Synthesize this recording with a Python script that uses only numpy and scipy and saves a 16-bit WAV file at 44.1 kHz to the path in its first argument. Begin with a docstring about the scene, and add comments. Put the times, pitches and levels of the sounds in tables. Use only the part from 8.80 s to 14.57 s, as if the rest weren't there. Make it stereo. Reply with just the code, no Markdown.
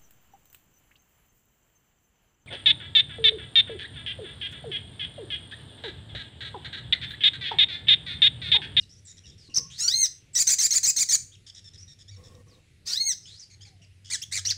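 """A small caged bird sings close to a pair of microphones, louder on the left: a chirp, two long arched
calls, a trill of seven double-arched notes and a burst of chatter. Other birds twitter farther off in
a walled yard, over murmuring air, a low wavering hum and a faint moan; two scraping strokes and two
perch knocks are heard. Birds are overtone series shaped by throat resonances, plus breath noise;
bodies are narrow noise bands, and cage and yard are delayed copies and sparse echoes."""
import sys
import numpy as np
from scipy import signal
from scipy.fft import rfft, irfft
from scipy.io import wavfile
from scipy.ndimage import uniform_filter1d, map_coordinates

SR = 44100
rng = np.random.default_rng(int(sys.argv[2]) if len(sys.argv) > 2 else 0)


def to_wav(sig):
    """Store sig (one row per channel, or 1-D mono) as 16-bit WAV at the path in sys.argv[1].

    Samples outside -1..1 are clipped; the rate is SR.
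    """
    pcm = np.clip(np.atleast_2d(sig), -1, 1) * 32767
    pcm = np.round(pcm).astype(np.int16)
    wavfile.write(sys.argv[1], SR, pcm.T)  # frames by channels


N = 254456
EDGE_HZ = 15800  # upper limit of the overtones and of the whole sound

# relative colour of the near bird's throat and path: frequency_hz, gain_db
THROAT = [(1000, -25), (2100, -16.5), (3000, -16.5), (4300, -3.5), (6300, -5), (7500, -7.5), (8600, -10.5),
          (10800, -25.5), (13000, -24.5), (15000, -17)]


def amp(db):
    """Amplitude ratio of a level: 20 dB is a factor of ten."""
    return 10 ** (np.asarray(db) / 20)


def evened(x):
    """Normalizes to unit root-mean-square amplitude."""
    return x / np.sqrt(np.mean(abs(x) ** 2) + 1e-20)


def read(points, hz):
    """Interpolates a spectrum along logarithmic frequency."""
    f, value = np.transpose(points)
    return np.interp(np.log(hz + 1), np.log(f + 1), value)


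def add(mix, s, sound):
    """Superposition: adds a sound into the mix from time s."""
    part = mix[round(max(s, 0) * SR):][:len(sound)]
    part += sound[:len(part)]


def coloured(x, points):
    """Linear filtering: scales each frequency by a table of (Hz, dB)."""
    hz = np.fft.rfftfreq(x.shape[-1], 1 / SR)
    return irfft(rfft(x) * amp(read(points, hz)), x.shape[-1])


def wander(length, width_hz):
    """Narrow-band noise: complex, of rms 1, changing about width_hz times a second."""
    pole = np.exp(-np.pi * width_hz / SR)
    settle = int(2 * SR / width_hz)
    z = rng.standard_normal(length + settle) + 1j * rng.standard_normal(length + settle)
    return evened(signal.lfilter([1], np.poly([pole, pole]), z)[settle:])


def yard(x, gap_s):
    """Diffuse reverberation: sparse random-sign echoes decay exponentially, separately for each side."""
    t60_s, spacing = 0.3, 20  # one echo in every 20 samples
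    length = SR // 2
    taps = np.zeros((2, length))
    at = np.arange(0, length - spacing, spacing) + rng.integers(0, spacing, (2, (length - 1) // spacing))
    np.put_along_axis(taps, at, rng.choice([-1., 1.], at.shape), 1)
    t = np.arange(length) / SR
    tail = taps * amp(-60 * t / t60_s) * np.clip(t / gap_s, 0, 1)
    return signal.fftconvolve(x[None], tail / np.linalg.norm(tail[0]), axes=1)[:, :N]


def delayed(x, s, drift_s):
    """Propagation delay: a path whose length creeps to and fro, shifting the pitch slightly."""
    # drawn once in 64 samples, so it changes about 90 / 64 = 1.4 times a second
    late = s + drift_s * wander(N // 64 + 2, 90).real.repeat(64)[:N]
    return map_coordinates(x, [np.arange(N) - uniform_filter1d(late, 256) * SR], order=3)


def caged_bird():
    """Multipath propagation: the song is louder on the left; bars and walls answer."""
    # start_s, dip_s, end_s, first_top_hz, second_top_hz, first_level_db, second_level_db
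    trill_rows = [(1.549, 1.585, 1.63, 1980, 2427, -18.5, -11),
                  (1.668, 1.701, 1.747, 2129, 2442, -11.5, -13.5),
                  (1.783, 1.822, 1.872, 2138, 2450, -15, -13), (1.905, 1.943, 1.988, 2211, 2403, -16, -14),
                  (2.028, 2.062, 2.110, 2184, 2550, -15.5, -13),
                  (2.16, 2.195, 2.237, 2162, 2412, -16.5, -13),
                  (2.287, 2.321, 2.36, 2142, 2358, -17.5, -11)]
    # one curve a call: time_s, pitch_hz, level_db, beak_resonance_hz
    call_curves = [
        [(.975, 1240, -44, 5160), (.996, 1241, -25.5, 5540), (1.012, 1334, -23, 7200), (1.034, 1351, -21, 6800),
         (1.038, 1446, -19.5, 5770), (1.074, 1407, -23.5, 5600), (1.082, 1522, -14, 5100),
         (1.105, 1733, -24, 4500), (1.135, 2050, -19, 3840), (1.165, 2104, -21, 5630),
         (1.205, 2128, -16.5, 6640), (1.235, 2052, -14, 6400), (1.255, 1870, -20.5, 4830),
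         (1.27, 1540, -28, 4700)],
        [(4.052, 1126, -50.5, 5070), (4.07, 1215, -29, 5300), (4.12, 1451, -25.5, 4800),
         (4.135, 1568, -20.5, 4600), (4.155, 1723, -28.5, 4170), (4.178, 2033, -20, 3800),
         (4.19, 2080, -33, 4120), (4.208, 2167, -17.5, 4150), (4.24, 2100, -28, 5460), (4.272, 2191, -18, 6050),
         (4.29, 2074, -16.5, 6700), (4.312, 1920, -20, 5000), (4.335, 1572, -32, 4520)],
    ]
    # time scale of the rough onset of each call: rough_s
    onset_times = [.03, .08]
    # start_warble, end_warble, overtone_fall_db, beak_hz, curve of (time_s, pitch_hz, level_db)
    chirp_rows = [(0.04, 0.27, 43, 6200, [(.739, 4080, -45), (.747, 6320, -20), (.754, 4165, -39),
                  (.760, 6300, -17.5), (.765, 5040, -18.5), (.770, 6140, -16.5), (.78, 5960, -16.5),
                  (.789, 4440, -17.5)]), (0.14, 0.13, 28, 7330, [(1.533, 8000, -42), (1.545, 7660, -37),
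                  (1.558, 8230, -19)]), (0.73, 0.0086, 4.6, 8250, [(5.298, 1544, -39), (5.308, 1946, -29.5),
                  (5.322, 2284, -26.5), (5.335, 2113, -22.5), (5.35, 1803, -23), (5.365, 1457, -35.5)]),
                  (0.079, 0.05, 2.5, 4190, [(5.413, 2160, -41), (5.422, 2856, -27), (5.431, 3600, -29.5),
                  (5.439, 3060, -25.5)]), (0.79, 0.81, 4.94, 8440, [(5.51, 1678, -58), (5.522, 1888, -27),
                  (5.548, 2300, -26.5), (5.575, 1927, -25), (5.599, 1485, -32.5)]),
                  (0.41, 0.05, 6.8, 5300, [(5.648, 1290, -29), (5.662, 2746, -20.5), (5.68, 2840, -23),
                  (5.695, 3510, -27), (5.706, 2495, -15.5), (5.716, 1874, -23), (5.727, 1460, -27)])]
    # paths by bars and wall, left then right: delay_s, gain, drift_s as the bird shifts
    paths = [
        [(0, 1, 0.0022), (.0021, -0.037, 0.0098), (.0057, -0.32, 0)],
        [(0, 0.75, 0.00069), (.00145, .75, 0.0018), (.0030, 0.38, 0.003), (.0065, 0.5, 0.0043)],
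    ]
    # spectral lead of the left side: frequency_hz, left_minus_right_db
    left_lead = [(1000, 2.5), (2400, 2.5), (4400, 4.5), (8000, 9.5), (12000, -2)]
    # the head turns: time_s, level_db added to the left lead
    facing = [(.7, -1), (1.199, 0.5), (2.3, 1), (4.197, 0.5), (5.502, -1)]

    song = np.zeros(N)
    notes = [trill_note(*row) for row in trill_rows]
    notes += [long_call(*row) for row in zip(call_curves, onset_times)]
    notes += [chirp(*row) for row in chirp_rows]
    for note in notes:
        add(song, *note)
    left, right = (sum(gain * delayed(song, s, drift_s) for s, gain, drift_s in side) for side in paths)
    right = coloured(right, [(f, -db) for f, db in left_lead])
    right = right / amp(np.interp(np.arange(N) / SR, *np.transpose(facing)))
    return np.array([left, right]) + amp([[-12], [-13]]) * yard(song, gap_s=0.00099)


def trill_note(start, dip, end, first_hz, second_hz, first_db, second_db):
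    """Frequency modulation: pitch arches twice, clean on the tops, weak and rough in the dip."""
    first_top_s, last_top_s = 0.0152, 0.021  # distance of the tops from the start and the end
    dip_share = .76  # pitch in the dip, as a share of the first top
    wobble = .008  # unsteadiness of pitch, as a share
    t = np.arange(start, end, 1 / SR)
    # 0 on the tops, -1 in the dip, 1 at both ends
    off = np.interp(t, [start, start + first_top_s, dip, end - last_top_s, end], [1, 0, -1, 0, 1])
    first = t < dip
    top_hz = np.where(first, first_hz, second_hz)
    foot_hz = np.where(off < 0, dip_share * first_hz, top_hz * np.where(first, .76, .74))
    low = abs(off) ** np.where(off < 0, 1.8, 2.3)
    hz = (top_hz + (foot_hz - top_hz) * low) * (1 + wobble * wander(len(t), 150).real)
    db = np.interp(t, [start, end], [first_db, second_db]) - 6 * low
    rough = .045 + .8 * low
    return start, sing(hz, db, rough, THROAT, beak_hz=np.where(first, 6100, 7200))


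def long_call(rows, rough_s):
    """Source and filter: a rough onset clears into a pure arch under a moving beak resonance."""
    onset_rough, low_rough, fray_rough = .8, 0.055, 0.45
    pure_hz = 1920  # above this pitch the low-pitch roughness is gone
    fray_s = 0.027  # the end frays over this time
    s, hz, db, beak_hz = np.transpose(rows)
    t = np.arange(s[0], s[-1], 1 / SR)
    hz = uniform_filter1d(np.interp(t, s, hz), 200)
    rough = onset_rough * np.exp(-((t - s[0]) / rough_s) ** 4)
    rough += low_rough * np.clip((pure_hz - hz) / 200, 0, 1)
    rough += fray_rough * np.clip(1 - (s[-1] - t) / fray_s, 0, 1) ** 2
    beak_hz = np.interp(t, s, beak_hz)
    return s[0], sing(hz, np.interp(t, s, db), rough, THROAT, fall_db=1, beak_hz=beak_hz)


def chirp(warble, end_warble, fall_db, beak_hz, rows):
    """Vibrato with a gliding depth: a short near note whose warble moves from one depth to another."""
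    s, hz, db = np.transpose(rows)
    t = np.arange(s[0], s[-1], 1 / SR)
    depth = np.interp(t, s[[0, -1]], [warble, end_warble])
    hz = uniform_filter1d(np.interp(t, s, hz), 100, mode="nearest")
    hz, db = warbled(hz, np.interp(t, s, db), depth, warble_hz=99.6)
    rough = .14 + .12 * abs(depth)
    return s[0], sing(hz, db, rough, THROAT, fall_db, beak_hz, rise_s=0.002, smear_hz=701.5)


def warbled(hz, db, warble, warble_hz):
    """Joint frequency and amplitude modulation: a warble rocks pitch and level together."""
    rock = warble * np.sin(2 * np.pi * (warble_hz * np.arange(len(hz)) / SR - .25))
    return hz * (1 + 0.13 * rock), db + 7 * rock


def sing(hz, db, rough, throat, fall_db=0, beak_hz=None, rise_s=0.0052, smear_hz=800):
    """Source-filter voice: syrinx overtones pass throat and beak; roughness smears them and leaks air."""
    # air rushing past the syrinx, relative density: frequency_hz, density_db_per_hz
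    breath_spectrum = [(100, -24.5), (400, -24.5), (900, -35), (2000, -12.5), (3000, -20.5), (5500, -4),
                       (8500, -11), (11000, -25), (15500, -28)]
    order = np.arange(1, EDGE_HZ // hz.min() + 1)[:, None]
    colour_db = read(throat, order * hz) - fall_db * (order - 1)
    if beak_hz is not None:
        octaves_off = np.log2(order * hz / beak_hz)
        colour_db = colour_db + 14 * np.exp(-(octaves_off / 0.44) ** 2)
    gains = amp(colour_db) * (order * hz < EDGE_HZ)
    gains = gains / np.sqrt((gains ** 2).sum(0) / 2)  # the overtones together have rms 1
    rough = np.clip(rough, 0, 1)
    clean = (1 - rough) ** np.sqrt(order * hz / 5000)  # high overtones smear most
    noise = np.array([wander(len(hz), smear_hz) for _ in order])
    smear = np.sqrt(clean) + np.sqrt(1 - clean) * noise
    phase = 2 * np.pi * order * np.cumsum(hz) / SR
    tones = (gains * smear * np.exp(1j * phase)).imag.sum(0)
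    breath = evened(coloured(rng.standard_normal(len(hz)), breath_spectrum))
    breath = amp(-7.5) * np.sqrt(rough) * breath
    t = np.arange(len(hz)) / SR
    fade = np.minimum(t / rise_s, t[::-1] / 0.0041)
    return amp(db) * (tones + breath) * np.sin(np.pi / 2 * np.minimum(fade, 1)) ** 2


def far_birds():
    """Distance loss: dulled twitter from the right; sliding notes, deeper in the yard, echo more."""
    # buzzy notes, nearly level: start_s, length_s, pitch_hz, level_db, roughness (clipped to 1), warble
    buzz_rows = [(.01, 0.034, 2865, -60.5, 0.3, 0.15), (.268, .064, 1880, -56, 1.17, 0.14),
                 (.366, 0.03, 1807, -55, 0.65, 0.68), (0.433, 0.035, 2840, -58, .25, 0.27),
                 (0.452, 0.06, 1747, -55, .4, 0.57), (0.694, 0.046, 2800, -58.5, 0.5, .25),
                 (2.662, 0.048, 1685, -51, 0.77, 0.55), (2.744, 0.058, 1778, -51.5, 0.77, 0.57),
                 (2.838, .057, 1790, -52, 0.33, .06), (2.931, 0.037, 1814, -54.5, 0.65, 0.46),
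                 (3.075, 0.065, 1855, -53.5, 0.42, 0.02), (3.185, 0.048, 1737, -55.5, 0.9, 0.4),
                 (3.359, 0.018, 1840, -56, 0.3, 0.04), (3.434, 0.0585, 1775, -57.5, 0.65, 0.28),
                 (3.545, 0.012, 1880, -57, 0.34, 0.15), (4.698, 0.054, 2180, -57.5, 1.08, 0.2),
                 (5.243, 0.16, 1583, -53.5, 0.8, 0.69)]
    # sliding notes: start_s, length_s, start_hz, middle_hz, end_hz, level_db, roughness (clipped to 1)
    slide_rows = [(0, 0.043, 5800, 4920, 3390, -55, 0.64), (0.089, 0.057, 5000, 5550, 5920, -58, .6),
                  (0.146, 0.057, 4640, 5720, 5640, -62.5, 0.7),
                  (0.247, 0.074, 8000, 7200, 6900, -53.5, 0.54), (0.51, 0.035, 3790, 3610, 3750, -60.5, .4),
                  (0.575, 0.11, 5690, 4770, 4067, -60, 1.2), (0.899, 0.088, 2890, 3675, 4540, -49.5, 1),
                  (2.515, 0.046, 2715, 3650, 2347, -57, .4), (2.973, 0.067, 4800, 5670, 5640, -51.5, 0.37),
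                  (3.277, 0.028, 1583, 1820, 1920, -49.5, .1), (3.306, 0.05, 2120, 2305, 1890, -59.5, 0.14),
                  (3.678, .082, 6320, 4600, 3677, -66, .35), (4.423, .068, 4980, 5260, 4640, -56, 0.4),
                  (4.452, 0.12, 2995, 3830, 4475, -52, 0.72), (4.571, 0.043, 4700, 5660, 7360, -52.5, 0.4),
                  (4.592, 0.055, 6300, 5300, 4440, -50.5, 0.6), (4.805, .038, 1472, 1668, 1780, -52, 0.3),
                  (4.846, 0.05, 2390, 2220, 1898, -56.5, 0.65), (5.012, 0.04, 2505, 2870, 2254, -59, 0.6)]
    # colour of the distance: frequency_hz, gain_db
    dulling = [(9000, 3), (13000, -9.5)]
    sag = .04  # pitch of a buzz falls by this share over the note
    buzzes, slides = np.zeros((2, N))
    for s, length, hz, *rest in buzz_rows:
        curve_hz = hz * (1 + sag / 2), hz, hz * (1 - sag / 2)
        add(buzzes, *far_note(s, length, *curve_hz, *rest, rise_s=.008, smear_hz=330))
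    for row in slide_rows:
        add(slides, *far_note(*row, warble=0.11, rise_s=.009, smear_hz=600))
    echo = yard(coloured(amp(-8) * buzzes + amp(-5) * slides, dulling), gap_s=.006)
    return coloured(buzzes + slides, dulling) * amp([[-4], [0]]) + echo


def far_note(s, length, start_hz, middle_hz, end_hz, db, rough, warble, rise_s, smear_hz):
    """Frequency glide: a warbled parabola of pitch, with weaker overtones on higher notes."""
    # relative colour of a far throat and its path: frequency_hz, gain_db
    far_colour = [(1500, -27), (2800, 7.5), (3700, 1), (5400, 8.5), (6800, 5.5), (8500, -28),
                  (11000, -63.5), (15000, -64)]
    t = np.arange(0, length, 1 / SR)
    parabola = np.polyfit([0, length / 2, length], [start_hz, middle_hz, end_hz], 2)
    hz, db = warbled(np.polyval(parabola, t), db, warble, warble_hz=91.5)
    fall_db = 2.5 + 4 * np.log2(middle_hz / 1737)  # 4 dB more for each octave over 1737 Hz
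    return s, sing(hz, db, rough, far_colour, fall_db, rise_s=rise_s, smear_hz=smear_hz)


def scrape():
    """Friction excitation: rubbing noise rings the resonances of a hollow wooden body."""
    # strokes: start_s, length_s, level_db at the start
    strokes = [(3.358, 0.285, -54), (3.654, 0.16, -58)]
    # body resonances: frequency_hz, width_hz, relative_level_db
    body = [(498, 47.8, -2.5), (1100, 129, -10), (1860, 53, -19), (2130, 25, -38)]
    rub_colour = [(120, 3), (250, 0.5), (700, -9.5), (1500, -24.5), (8000, -19.5), (12000, -32)]  # Hz, dB
    out = np.zeros((2, N))
    for s, length, db in strokes:
        t = np.arange(0, length, 1 / SR)
        level_db = db - 6 * t / length + 2.7 * wander(len(t), 14.1).real
        stroke = amp(level_db) * signal.windows.tukey(len(t), .25)
        for side in out:
            rings = sum(amp(g) * (wander(len(t), w) * np.exp(2j * np.pi * f * t)).real for f, w, g in body)
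            rub = coloured(rng.standard_normal(len(t)), rub_colour)
            add(side, s, stroke * (evened(rings) + amp(2) * evened(rub)))
    return out


def perch():
    """Impact and modal decay: feet land with a dull thud, and perch and bars rattle on."""
    # landings: time_s, level_db, ring_db relative to it
    knocks = [(0.686, -43, -20), (0.774, -41, 0.8)]
    # modes of perch and bars: frequency_hz, relative_level_db, t60_s
    modes = [(135.6, -4.5, 0.98), (474, -10, 0.28), (1084, -7.5, 0.35)]
    out = np.zeros(N)
    t = np.arange(0, .3, 1 / SR)
    for s, db, ring_db in knocks:
        thud = amp(-60 * t / 0.23) * (wander(len(t), 230) * np.exp(2j * np.pi * 260 * t)).real
        ring = 0
        for f, g, t60 in modes:
            ring = ring + amp(g - 60 * t / t60) * (wander(len(t), 63) * np.exp(2j * np.pi * f * t)).real
        add(out, s, amp(db) * np.minimum(t / 0.0043, 1) * (amp(ring_db) * ring + amp(-6) * thud))
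    return out * amp([[-2.5], [2.5]])


def moan():
    """Narrow-band noise on a gliding centre: a faint far whistle, fuzzy, barely over the air."""
    # time_s, pitch_hz, level_db
    glide = [(4.15, 793, -79), (4.27, 800, -66), (4.4, 818, -85), (4.701, 830, -86), (4.879, 804, -70),
             (5.06, 639, -73), (5.1, 624, -92)]
    s, hz, db = np.transpose(glide)
    t = np.arange(s[0], s[-1], 1 / SR)
    out = np.zeros(N)
    tone = wander(len(t), 64) * np.exp(2j * np.pi * np.cumsum(np.interp(t, s, hz)) / SR)
    add(out, s[0], amp(np.interp(t, s, db)) * tone.real)
    return out


def hum():
    """Random amplitude and phase modulation: a low fuzzy tone that wavers in level."""
    # time_s, level_db
    swell = [(0.0, -64), (0.39, -55.5), (0.45, -60.5), (2.17, -67), (3.1, -52.5), (3.16, -66),
             (3.34, -46.5), (3.95, -71), (4.55, -56), (4.61, -83), (4.77, -53), (5.0, -59.5), (5.14, -50.5),
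             (5.32, -62), (5.56, -46.5), (5.77, -49.5)]
    hum_hz = 96
    t = np.arange(N) / SR
    tone = (.7 + 0.72 * wander(N, 25)) * np.exp(2j * np.pi * hum_hz * t)
    return amp(np.interp(t, *np.transpose(swell))) * evened(tone.real) * amp([[-.7], [.7]])


def air():
    """Partly coherent noise: outdoor murmur from random short-time spectra with drifting patches."""
    # relative spectral density: frequency_hz, density_db_per_hz
    air_spectrum = [(12, -63.5), (20, -32.5), (101, 6.5), (168, -5.5), (228, -13), (388, -15), (949, -33),
                    (1910, -20), (2600, -19.5), (3740, -21.5), (5230, -26.5), (10200, -30), (14300, -49.5),
                    (16000, -63)]
    # likeness of the two sides: frequency_hz, left_right_correlation
    likeness = [(60, 0.73), (130, 0.95), (290, 0.59), (900, 0.47), (1500, 0), (3000, 0.022), (15000, 0)]
    level_db = -58
    frames, hz = N // 256 + 5, np.fft.rfftfreq(1024, 1 / SR)
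    a, b, c, d, patches = rng.standard_normal((frames, 513, 5)).T
    patches = evened(uniform_filter1d(uniform_filter1d(patches, 20, 0), 16, 1))
    same = np.clip(read(likeness, hz), -1, 1)[:, None]
    left = a + 1j * b
    right = same * left + np.sqrt(1 - same ** 2) * (c + 1j * d)
    spectra = np.array([left, right]) * amp(read(air_spectrum, hz)[:, None] + 2.14 * patches)
    return amp(level_db) * evened(signal.istft(spectra, nperseg=1024, noverlap=768)[1][:, :N])


def scene():
    """Superposition of all sources, left and right."""
    return caged_bird() + far_birds() + scrape() + perch() + moan() + hum() + air()


def record(dry):
    """Band limiting: a linear-phase low-pass removes what lies above EDGE_HZ."""
    low_pass = signal.firwin(511, EDGE_HZ, window=("kaiser", 9), fs=SR)
    return signal.oaconvolve(dry, low_pass[None], "same")


dry = scene()
out = record(dry)
to_wav(out)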